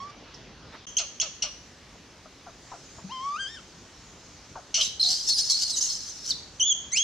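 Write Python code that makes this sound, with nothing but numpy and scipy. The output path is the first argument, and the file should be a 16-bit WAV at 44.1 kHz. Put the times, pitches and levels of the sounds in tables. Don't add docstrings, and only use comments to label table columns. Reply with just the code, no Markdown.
import sys
import numpy as np
from scipy import signal
from scipy.fft import rfft, irfft, next_fast_len
from scipy.io import wavfile
from scipy.ndimage import uniform_filter1d, minimum_filter1d, map_coordinates

SR = 44100
rng = np.random.default_rng(int(sys.argv[2]) if len(sys.argv) > 2 else 0)


def wav_record(signal):
    frames = np.transpose(np.atleast_2d(signal))
    bounded = np.clip(frames, -1, 1)
    quanta = np.round(bounded * 32767).astype(np.int16)
    wavfile.write(sys.argv[1], SR, quanta)


N = 310023

# f/Hz, relative level/dB
AIR_SPECTRUM = [(20, -50), (46, -10.5), (75, -11.5), (260, -15.5), (700, -22), (3500, -27), (6300, -28),
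                (8000, -41), (11000, -47), (15500, -59)]
# f/Hz, left-right correlation
AIR_COHERENCE = [(100, 0.99), (4000, 0.8), (9000, 0.043)]
# t/s, pitch/Hz, level/dB, overtones re fundamental/dB
COO_CONTOURS = [
    [(0.0, 1080, -35.5, -11), (0.076, 1180, -43, -23), (0.11, 1147, -54.5, 3.5)],
    [(3.09, 780, -48.5, -10), (3.124, 1055, -36.5, -3), (3.194, 1029, -37, -6.5), (3.268, 1127, -29, -22),
     (3.334, 1166, -32, -22), (3.362, 1239, -31, -9.5), (3.384, 1490, -32.5, -11), (3.402, 1596, -34, 0),
     (3.464, 1576, -43, 9.5), (3.502, 1780, -52, 2), (3.552, 1824, -49, 6), (3.6, 1243, -49, -7)],
    [(5.04, 716, -52.5, -18), (5.15, 762, -51, -20)],
]
# f/Hz, gain/dB
COO_TRACT = [(2200, -10.5), (3150, 7.5), (3300, -9), (4600, -10.5), (5500, -10), (6300, -14.5), (7500, -23),
             (9300, -29.5), (11000, -47)]
# t/s, level/dB, centre/Hz, bandwidth/Hz, rise/s, decay/s
RUSTLE_EVENTS = [(0.341, -43.5, 5340, 940, 0.001, 0.015), (.71, -43.5, 1050, 1800, 0.04, 0.018),
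                 (2.977, -44.5, 850, 700, 0.012, 0.012), (3.039, -36, 184, 13, 0.011, 0.021)]
# t/s, duration/s, top pitch/Hz, level/dB, octave re fundamental/dB, roughness (0-1)
CHIRP_CALLS = [(0.791, 0.014, 3295, -18, 5, 0.21), (0.9677, 0.017, 3253, -19, 7.5, 0.24),
               (1.1994, 0.023, 3353, -23, 8, 0.14), (1.421, 0.019, 2916, -23, 7, 0.46)]
# t/s, duration/s, level/dB, mouth resonance/Hz
BARK_CALLS = [(0.982, 0.046, -23, 6200), (1.212, 0.04, -23, 5750), (1.424, 0.041, -23.5, 5660),
              (4.741, 0.14, -22.5, 5970)]
# f/Hz, gain/dB
BARK_TRACT = [(1700, -15.5), (2400, 1.5), (3050, 10), (3650, -1), (4350, 10.5), (4950, 3.5), (5800, 9.5),
              (6800, -2), (7700, -7.5), (15000, -57)]
GROWL_TRACT = [(250, -11.5), (560, 3.5), (900, 1), (1300, 1.5), (1900, -9.5), (2600, 5)]
# t/s, level/dB, duration/s, starting pitch/Hz
GRUNT_CALLS = [(2.255, -51, 0.028, 741), (2.465, -47.5, 0.051, 805), (2.716, -43, 0.052, 1138),
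               (4.555, -42, 0.057, 1057)]
# f/Hz, relative level/dB
LEAF_SPECTRUM = [(3000, -11), (5200, 1), (6600, 2), (8500, -13.5), (12000, -38)]
# t/s, level/dB
LEAF_ENVELOPE = [(2.45, -62.5), (2.78, -52), (3.2, -53.5), (3.8, -56), (4.7, -55.5)]
# t/s, duration/s, starting pitch/Hz, final pitch/Hz, level/dB, swell/dB,
# octave re fundamental/dB, roughness (0-1)
SQUEAL_CALLS = [(4.742, 0.037, 3140, 2866, -27.5, 0, 1, 0.45),
                (4.783, 0.043, 2950, 3218, -26.5, 13, -35, 0.63),
                (4.997, 0.02, 4190, 4134, -21.5, 6, -21.5, 0.13),
                (5.013, 0.014, 5270, 4940, -26.5, 8, -14.5, 0.23),
                (5.028, 0.037, 4250, 3890, -23.5, -8, -31, 0.47),
                (5.061, 0.032, 4305, 4150, -23.5, -3, -22, 0.31),
                (5.295, 0.041, 4367, 4350, -23.5, -2, -16, 0.45),
                (5.335, 0.044, 5610, 4700, -29.5, 3, -8.5, 0.19),
                (5.409, 0.026, 4480, 4360, -30, -7, -6, 0.13),
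                (5.499, 0.043, 4390, 4165, -24.5, -4.5, -14.5, 0.58),
                (5.544, 0.021, 4540, 4310, -25, 0, -16, 0.14),
                (5.649, 0.026, 4350, 4310, -32, 2, -11, 0.08), (5.71, 0.045, 4610, 3870, -35, 9, 0, 0.2),
                (6.306, 0.021, 4780, 3560, -26, -15, -39, 0.08)]
# f/Hz, gain/dB
SCREAM_TRACT = [(1500, -7.5), (2600, -14.5), (3100, -2), (4250, 3), (6200, 1.5), (8800, -6.5), (10600, -6),
                (13300, -13), (15000, -48)]
SCREAM_FORMANTS = [(3050, -7.5), (4280, -1), (5150, 0.5), (6200, 3), (7150, -3)]
# peak t/s, rise/s, fall/s, level/dB, pulse rate/Hz, irregularity (0-1), mouth resonance/Hz
RASP_BURSTS = [(4.814, 0.0038, 0.0062, -23, 750, 0.86, 3600), (4.834, 0.013, 0.046, -28.5, 690, 0.6, 3880),
               (5.115, 0.043, 0.048, -24, 500, 0.72, 5040), (5.295, 0.022, 0.017, -21, 900, 0.29, 5270),
               (5.392, 0.017, 0.024, -21.5, 840, 0.48, 5090), (5.504, .008, 0.033, -21.5, 1110, 0.38, 5700),
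               (5.631, 0.022, 0.014, -22.5, 740, 0.47, 4870), (5.709, 0.029, 0.011, -27.5, 690, 0.5, 5280),
               (5.778, 0.018, 0.02, -24.5, 960, 0.48, 6320), (5.811, 0.0028, 0.039, -24.5, 1020, 0.6, 5840),
               (5.853, 0.017, 0.034, -26, 950, 0.52, 6330), (5.897, 0.012, 0.068, -29, 1080, 0.52, 5320),
               (6.286, 0.04, 0.037, -32, 1370, 0.82, 5600), (6.302, 0.0096, 0.014, -29, 1560, 0.16, 5500)]
# t/s, level/dB, mouth resonance/Hz
HOARSE_CONTOUR = [(5.028, -23.5, 4260), (5.23, -36, 5120), (5.6, -30, 5100), (5.74, -38.5, 5060),
                  (6.0, -41.5, 5100), (6.1, -39, 6270), (6.13, -45, 6000), (6.27, -44.5, 5060)]
# t/s, pitch/Hz, level/dB
ARCHED_WAIL = [(6.597, 3080, -33), (6.603, 3160, -24.5), (6.609, 2870, -21), (6.627, 3120, -19.5),
               (6.649, 3363, -28.5), (6.685, 3464, -23.5), (6.715, 3284, -20.5), (6.725, 3176, -20),
               (6.735, 2760, -49)]
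RISING_WAIL = [(6.916, 1907, -43), (6.932, 2067, -24.5), (6.955, 2375, -29), (6.982, 3000, -21.5),
               (7.0, 3230, -23.5), (7.03, 3294, -25)]
# contour, crack t/s, crack strength (0-1)
WAIL_CALLS = [(ARCHED_WAIL, 6.675, 0.11), (RISING_WAIL, 6.974, 1)]
# f/Hz, gain/dB
WAIL_TRACT = [(2000, -11), (3100, 4), (4300, -15), (5900, 2), (6900, -1.5), (7700, -8), (10000, -36),
              (14000, -49)]
# f/Hz, T60/s
TREE_REVERB = [(500, 0.097), (3200, 0.54), (6600, 0.56), (12000, 0.41)]

HOARSE_RATE_HZ, HOARSE_IRREGULARITY, CRACK_MOUTH_HZ = 850, .62, 5370


def amp(db):
    return 10 ** (np.asarray(db) / 20)


def unit(x):
    return x / np.sqrt(np.mean(x ** 2) + 1e-20)


def steady(x, size=600):
    return x / np.sqrt(np.abs(uniform_filter1d(x ** 2, size)) + 1e-12)


def along(points, hz):
    f, v = np.transpose(points)
    return np.interp(np.log(hz + 1), np.log(f + 1), v)


def curves(rows):
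    times, *columns = np.transpose(rows)
    t = times[0] + clock(times[-1] - times[0])[0]
    return [times[0]] + [np.interp(t, times, column) for column in columns]


def clock(length):
    t = np.arange(max(int(length * SR), 64)) / SR
    return t, t / t[-1]


def cycles(hz):
    return 2 * np.pi * np.cumsum(hz) / SR


def wobble(n, rate):
    knots = rng.standard_normal(int(n * rate / SR) + 4)
    return map_coordinates(knots, [np.arange(n) * rate / SR])


def filtered(x, response):
    n = x.shape[-1]
    m = next_fast_len(n + SR // 8)
    return irfft(rfft(x, m) * response(np.fft.rfftfreq(m, 1 / SR)), m)[..., :n]


def muffled(x, edge_hz):
    return filtered(x, lambda f: 1 / (1 + (f / edge_hz) ** 10))


def add(track, start, x, taper=30):
    i = max(round(start * SR), 0)
    k = np.arange(len(x))
    x = (x * np.minimum(1, np.minimum(k, k[::-1]) / taper))[:max(N - i, 0)]
    track[i:i + len(x)] += x


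def air(spectrum, patchy_db):
    def mid_side_gains(f):
        angle = np.arccos(np.clip(along(AIR_COHERENCE, f), -1, 1)) / 2
        return amp(along(spectrum, f)) * np.array([np.cos(angle), np.sin(angle)])

    noise = signal.stft(rng.standard_normal((2, N)), nperseg=512)[2]
    patches = uniform_filter1d(rng.standard_normal(noise.shape[1:]), size=6, axis=0)
    patches = uniform_filter1d(patches, size=16, axis=1)
    pair = signal.istft(noise * amp(patchy_db * unit(patches)), nperseg=512)[1][:, :N]
    mid, side = filtered(pair, mid_side_gains)
    return unit(np.array([mid + side, mid - side]))


def coos(gain_db=2, break_s=3.38, break_width_s=0.0092, break_db=9):
    out = np.zeros(N)
    for contour in COO_CONTOURS:
        start, hz, db, overtones_db = curves(contour)
        n = len(hz)
        t = start + np.arange(n) / SR
        weak = np.clip((-40 - db) / 10, 0, 1)
        phase = cycles(hz * (1 + (.003 + .016 * weak) * wobble(n, 200)))
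        falter_db = break_db * np.exp(-np.square((t - break_s) / break_width_s))
        overtones = sum(amp(along(COO_TRACT, k * hz) + 2 * wobble(n, 35)) * np.sin(k * phase)
                        for k in range(2, 8))
        tone = np.sin(phase) + amp(overtones_db) * steady(overtones) / np.sqrt(2)
        shimmer_db = (.5 + 2 * weak) * wobble(n, 110)
        add(out, start, amp(db + gain_db - falter_db + shimmer_db) * tone, taper=200)
    return out


def rustles():
    out, t = np.zeros(N), np.arange(SR // 4) / SR
    for start, db, hz, width_hz, rise, decay in RUSTLE_EVENTS:
        envelope = np.minimum(t / rise, 1) * np.exp(-np.maximum(t - rise, 0) / decay)
        band = filtered(rng.standard_normal(len(t)), lambda f: 1 / (1 + (2 * (f - hz) / width_hz) ** 2))
        add(out, start, amp(db) * envelope * steady(band))
    return out


def strained(hz, rough, jitter=.059, shimmer_db=6):
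    phase = cycles(hz * (1 + jitter * rough * wobble(len(hz), 1064)))
    return phase, amp(shimmer_db * rough * wobble(len(hz), 634))


def whistle(hz, db, octave_db, rough, third_db=-19, edge_hz=9500):
    phase, shimmer = strained(hz, rough)
    levels = [0, octave_db, third_db + octave_db / 2]
    tone = sum(amp(level) * np.sin(k * phase) / (1 + (k * hz / edge_hz) ** 4)
               for k, level in enumerate(levels, 1))
    return amp(db) * unit(tone * shimmer)


def chirps(scoop_depth=0.293, scoop_s=0.00336, punch_db=7, fade_db=7.5, snap_db=-13, snap_s=0.0012):
    out = np.zeros(N)
    for start, length, top_hz, db, octave_db, rough in CHIRP_CALLS:
        t, u = clock(length)
        clean = max(1 - 2 * rough, 0)
        scoop = clean * np.exp(-t / scoop_s)
        hz = top_hz * (1 - scoop_depth * scoop)
        attack = np.minimum(t / (rough * 0.0069 + 1e-4), 1)
        snap = clean * amp(db + snap_db) * np.exp(-t / snap_s) * rng.standard_normal(len(t))
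        tone = whistle(hz, db - fade_db * u + punch_db * scoop, octave_db, rough)
        add(out, start, snap + attack * tone)
    return out


def pulses(rate, irregular, wander=.07, scatter=.12, shimmer_db=4.5, turbulence=.25):
    n = len(rate)
    rate = rate * np.exp(wander * irregular * wobble(n, 220))
    turns = np.cumsum(rate) / SR
    at = np.flatnonzero(np.diff(np.floor(turns)))
    chance = rng.standard_normal((len(at), 2))
    when = at + scatter * irregular[at] ** 2 * chance[:, 0] * SR / rate[at]
    size = amp(shimmer_db * irregular[at] * chance[:, 1]) * np.sqrt(SR / rate[at])
    taps = np.floor(when)[:, None] + np.arange(-7, 9)
    impulses = size[:, None] * np.sinc(taps - when[:, None])
    train = np.bincount(np.clip(taps, 0, n - 1).astype(int).ravel(), impulses.ravel(), n)
    breath = turbulence * irregular * (1 + np.cos(2 * np.pi * turns)) * rng.standard_normal(n)
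    return train + breath


def throat(x, response, size=2048):
    cepstrum = irfft(np.log(amp(along(response, np.fft.rfftfreq(size, 1 / SR)))))
    k = np.arange(size)
    causal = cepstrum * np.where(k == 0, 1, 2) * (k < size / 2)
    return signal.fftconvolve(x, irfft(np.exp(rfft(causal))))[:len(x)]


def formant(x, centre_hz, width_hz):
    carrier = np.exp(1j * cycles(centre_hz))
    pole = np.exp(-np.pi * width_hz / SR)
    return 2 * np.real(carrier * signal.lfilter([1 - pole], [1, -pole], x / carrier))


def barks(rate_hz=700, irregular=0.72, attack_s=0.0027, fade_db=16.5, growl_db=-20):
    out = np.zeros(N)
    for start, length, db, mouth_hz in BARK_CALLS:
        t, u = clock(length)
        n = len(t)
        voice = throat(pulses(np.full(n, rate_hz), np.full(n, irregular)), BARK_TRACT)
        mouth = formant(voice, mouth_hz * (1 + .04 * wobble(n, 110)), width_hz=600)
        voice = muffled(.6 * voice + mouth, edge_hz=12000)
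        envelope = amp(db - fade_db * u) * np.minimum(t / attack_s, 1)
        add(out, start, envelope * steady(voice, size=300))
        add(out, start + 0.27 * length, amp(db + growl_db) * growl(length=.072, hz=698, edge_hz=3500))
    return out


def growl(length, hz, edge_hz, rest_hz=520):
    _, u = clock(length)
    folds = pulses(hz * (rest_hz / hz) ** u, irregular=.8 - .4 * u)
    voice = muffled(throat(folds, GROWL_TRACT), edge_hz)
    return steady(voice) * unit(u ** 0.12 * (1 - u))


def grunts():
    out = np.zeros(N)
    for start, db, length, hz in GRUNT_CALLS:
        add(out, start, amp(db) * growl(length, hz, edge_hz=1600))
    return out


def leaf_hiss():
    db = np.interp(np.arange(N) / SR, *np.transpose(LEAF_ENVELOPE))
    return amp(db) * air(LEAF_SPECTRUM, patchy_db=3.5)


def squeals(glide_ease=1.714, rasp_db=-5):
    out = np.zeros(N)
    for start, length, from_hz, to_hz, db, swell_db, octave_db, rough in SQUEAL_CALLS:
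        t, u = clock(length)
        glide_hz = to_hz + (from_hz - to_hz) * (1 - u) ** glide_ease
        hz = glide_hz * (1 + .03 * rough * wobble(len(t), 170))
        level = db + swell_db * (u - .5)
        tone = whistle(hz, level, octave_db, rough)
        hoarse = rasp(level + rasp_db, HOARSE_RATE_HZ, HOARSE_IRREGULARITY, CRACK_MOUTH_HZ)
        add(out, start, tone + rough * hoarse)
    return out


def rasp(db, rate, irregular, mouth_hz, mouth_db=9, mouth_width_hz=800, pull=.85):
    n = len(db)
    source = throat(pulses(np.full(n, rate), np.full(n, irregular)), SCREAM_TRACT)
    voice = np.zeros(n)
    for hz, gain_db in SCREAM_FORMANTS:
        near = np.exp(-np.square((hz - mouth_hz) / mouth_width_hz))
        centre_hz = (hz + pull * near * (mouth_hz - hz)) * (1 + .035 * wobble(n, 70))
        flare_db = 4 * wobble(n, 100)
        voice += amp(gain_db + mouth_db * near + flare_db) * formant(source, centre_hz, width_hz=230)
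    tremble_db = 1.5 * irregular * wobble(n, 180)
    return amp(db + tremble_db) * steady(voice)


def screams(sag_per_s=0.8, yield_db=-27):
    lead, hoarse = squeals(), np.zeros(N)
    for peak, rise, fall, db, rate, irregular, mouth_hz in RASP_BURSTS:
        t = clock(2 * (rise + fall))[0] - 2 * rise
        swell_db = -10 * np.square(t / np.where(t < 0, rise, fall))
        burst = rasp(db + swell_db, rate * np.exp(-sag_per_s * t), irregular, mouth_hz)
        add(lead, peak - 2 * rise, burst)
    start, db, mouth_hz = curves(HOARSE_CONTOUR)
    add(hoarse, start, rasp(db, HOARSE_RATE_HZ, HOARSE_IRREGULARITY, mouth_hz))
    lead_power = uniform_filter1d(np.square(lead / amp(yield_db)), size=300)
    return lead + hoarse / (1 + lead_power)


def wails(crack_width_s=0.012, rasp_db=-3):
    out = np.zeros(N)
    for contour, crack_s, strength in WAIL_CALLS:
        start, hz, db = curves(contour)
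        t = start + np.arange(len(hz)) / SR
        crack = strength * np.exp(-np.square((t - crack_s) / crack_width_s))
        phase, shimmer = strained(hz, rough=.07 + crack / 2)
        tone = steady(sum(amp(along(WAIL_TRACT, k * hz)) * np.sin(k * phase) for k in range(1, 5)))
        hoarse = rasp(db + rasp_db, HOARSE_RATE_HZ, HOARSE_IRREGULARITY, CRACK_MOUTH_HZ)
        add(out, start, amp(db) * shimmer * tone + crack * muffled(hoarse, edge_hz=9000))
    return out


def clearing(x, wet_db, side_db=-2, build_s=0.00075, near_db=-11):
    hz, t, noise = signal.stft(rng.standard_normal((2, SR * 2 // 3)), SR, nperseg=256)
    decay = amp(-60 * t / along(TREE_REVERB, hz)[:, None])
    mid, side = signal.istft(noise * decay * (1 - np.exp(-t / build_s)), SR, nperseg=256)[1]
    tail = np.array([mid + amp(side_db) * side, mid - amp(side_db) * side])
    far = amp(wet_db) * signal.fftconvolve(x[None], tail / np.linalg.norm(tail[0]), axes=1)[:, :N]
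    treble = signal.butter(2, (5500, 9500), "bandpass", fs=SR)
    leaves = signal.lfilter(*treble, rng.standard_normal(SR // 200))
    near = amp(near_db) * signal.fftconvolve(x, leaves / np.linalg.norm(leaves))[:N]
    return x + np.array([near, -near]) + far


def scene(first_end_s=.856, second_start_s=.868, first_air_db=-48.5, second_air_db=-51):
    t = np.arange(N) / SR
    soft = clearing(coos() + grunts() + rustles(), wet_db=-9.5)
    cries = clearing(chirps() + barks() + screams() + wails(), wet_db=-8.0)
    dull_air = filtered(air(AIR_SPECTRUM, patchy_db=1.9), lambda f: 0.38 + 0.63 / (1 + (f / 6600) ** 10))
    pan = lambda left_db: amp([[left_db], [-left_db]])
    gate = lambda on: uniform_filter1d(on.astype(float), size=130)
    first = soft * pan(-1.3) + amp(first_air_db) * dull_air
    second = soft * pan(1.2) + cries + leaf_hiss() + amp(second_air_db) * air(AIR_SPECTRUM, patchy_db=1.0)
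    return first * gate(t < first_end_s) + second * gate(t > second_start_s)


def record(dry, ceiling=.32, top_hz=15700):
    needed = np.minimum(1, ceiling / (np.abs(dry).max(axis=0) + 1e-9))
    gain = uniform_filter1d(minimum_filter1d(needed, size=130), size=130)
    return filtered(dry * gain, lambda hz: hz < top_hz)


dry = scene()
out = record(dry)
wav_record(out)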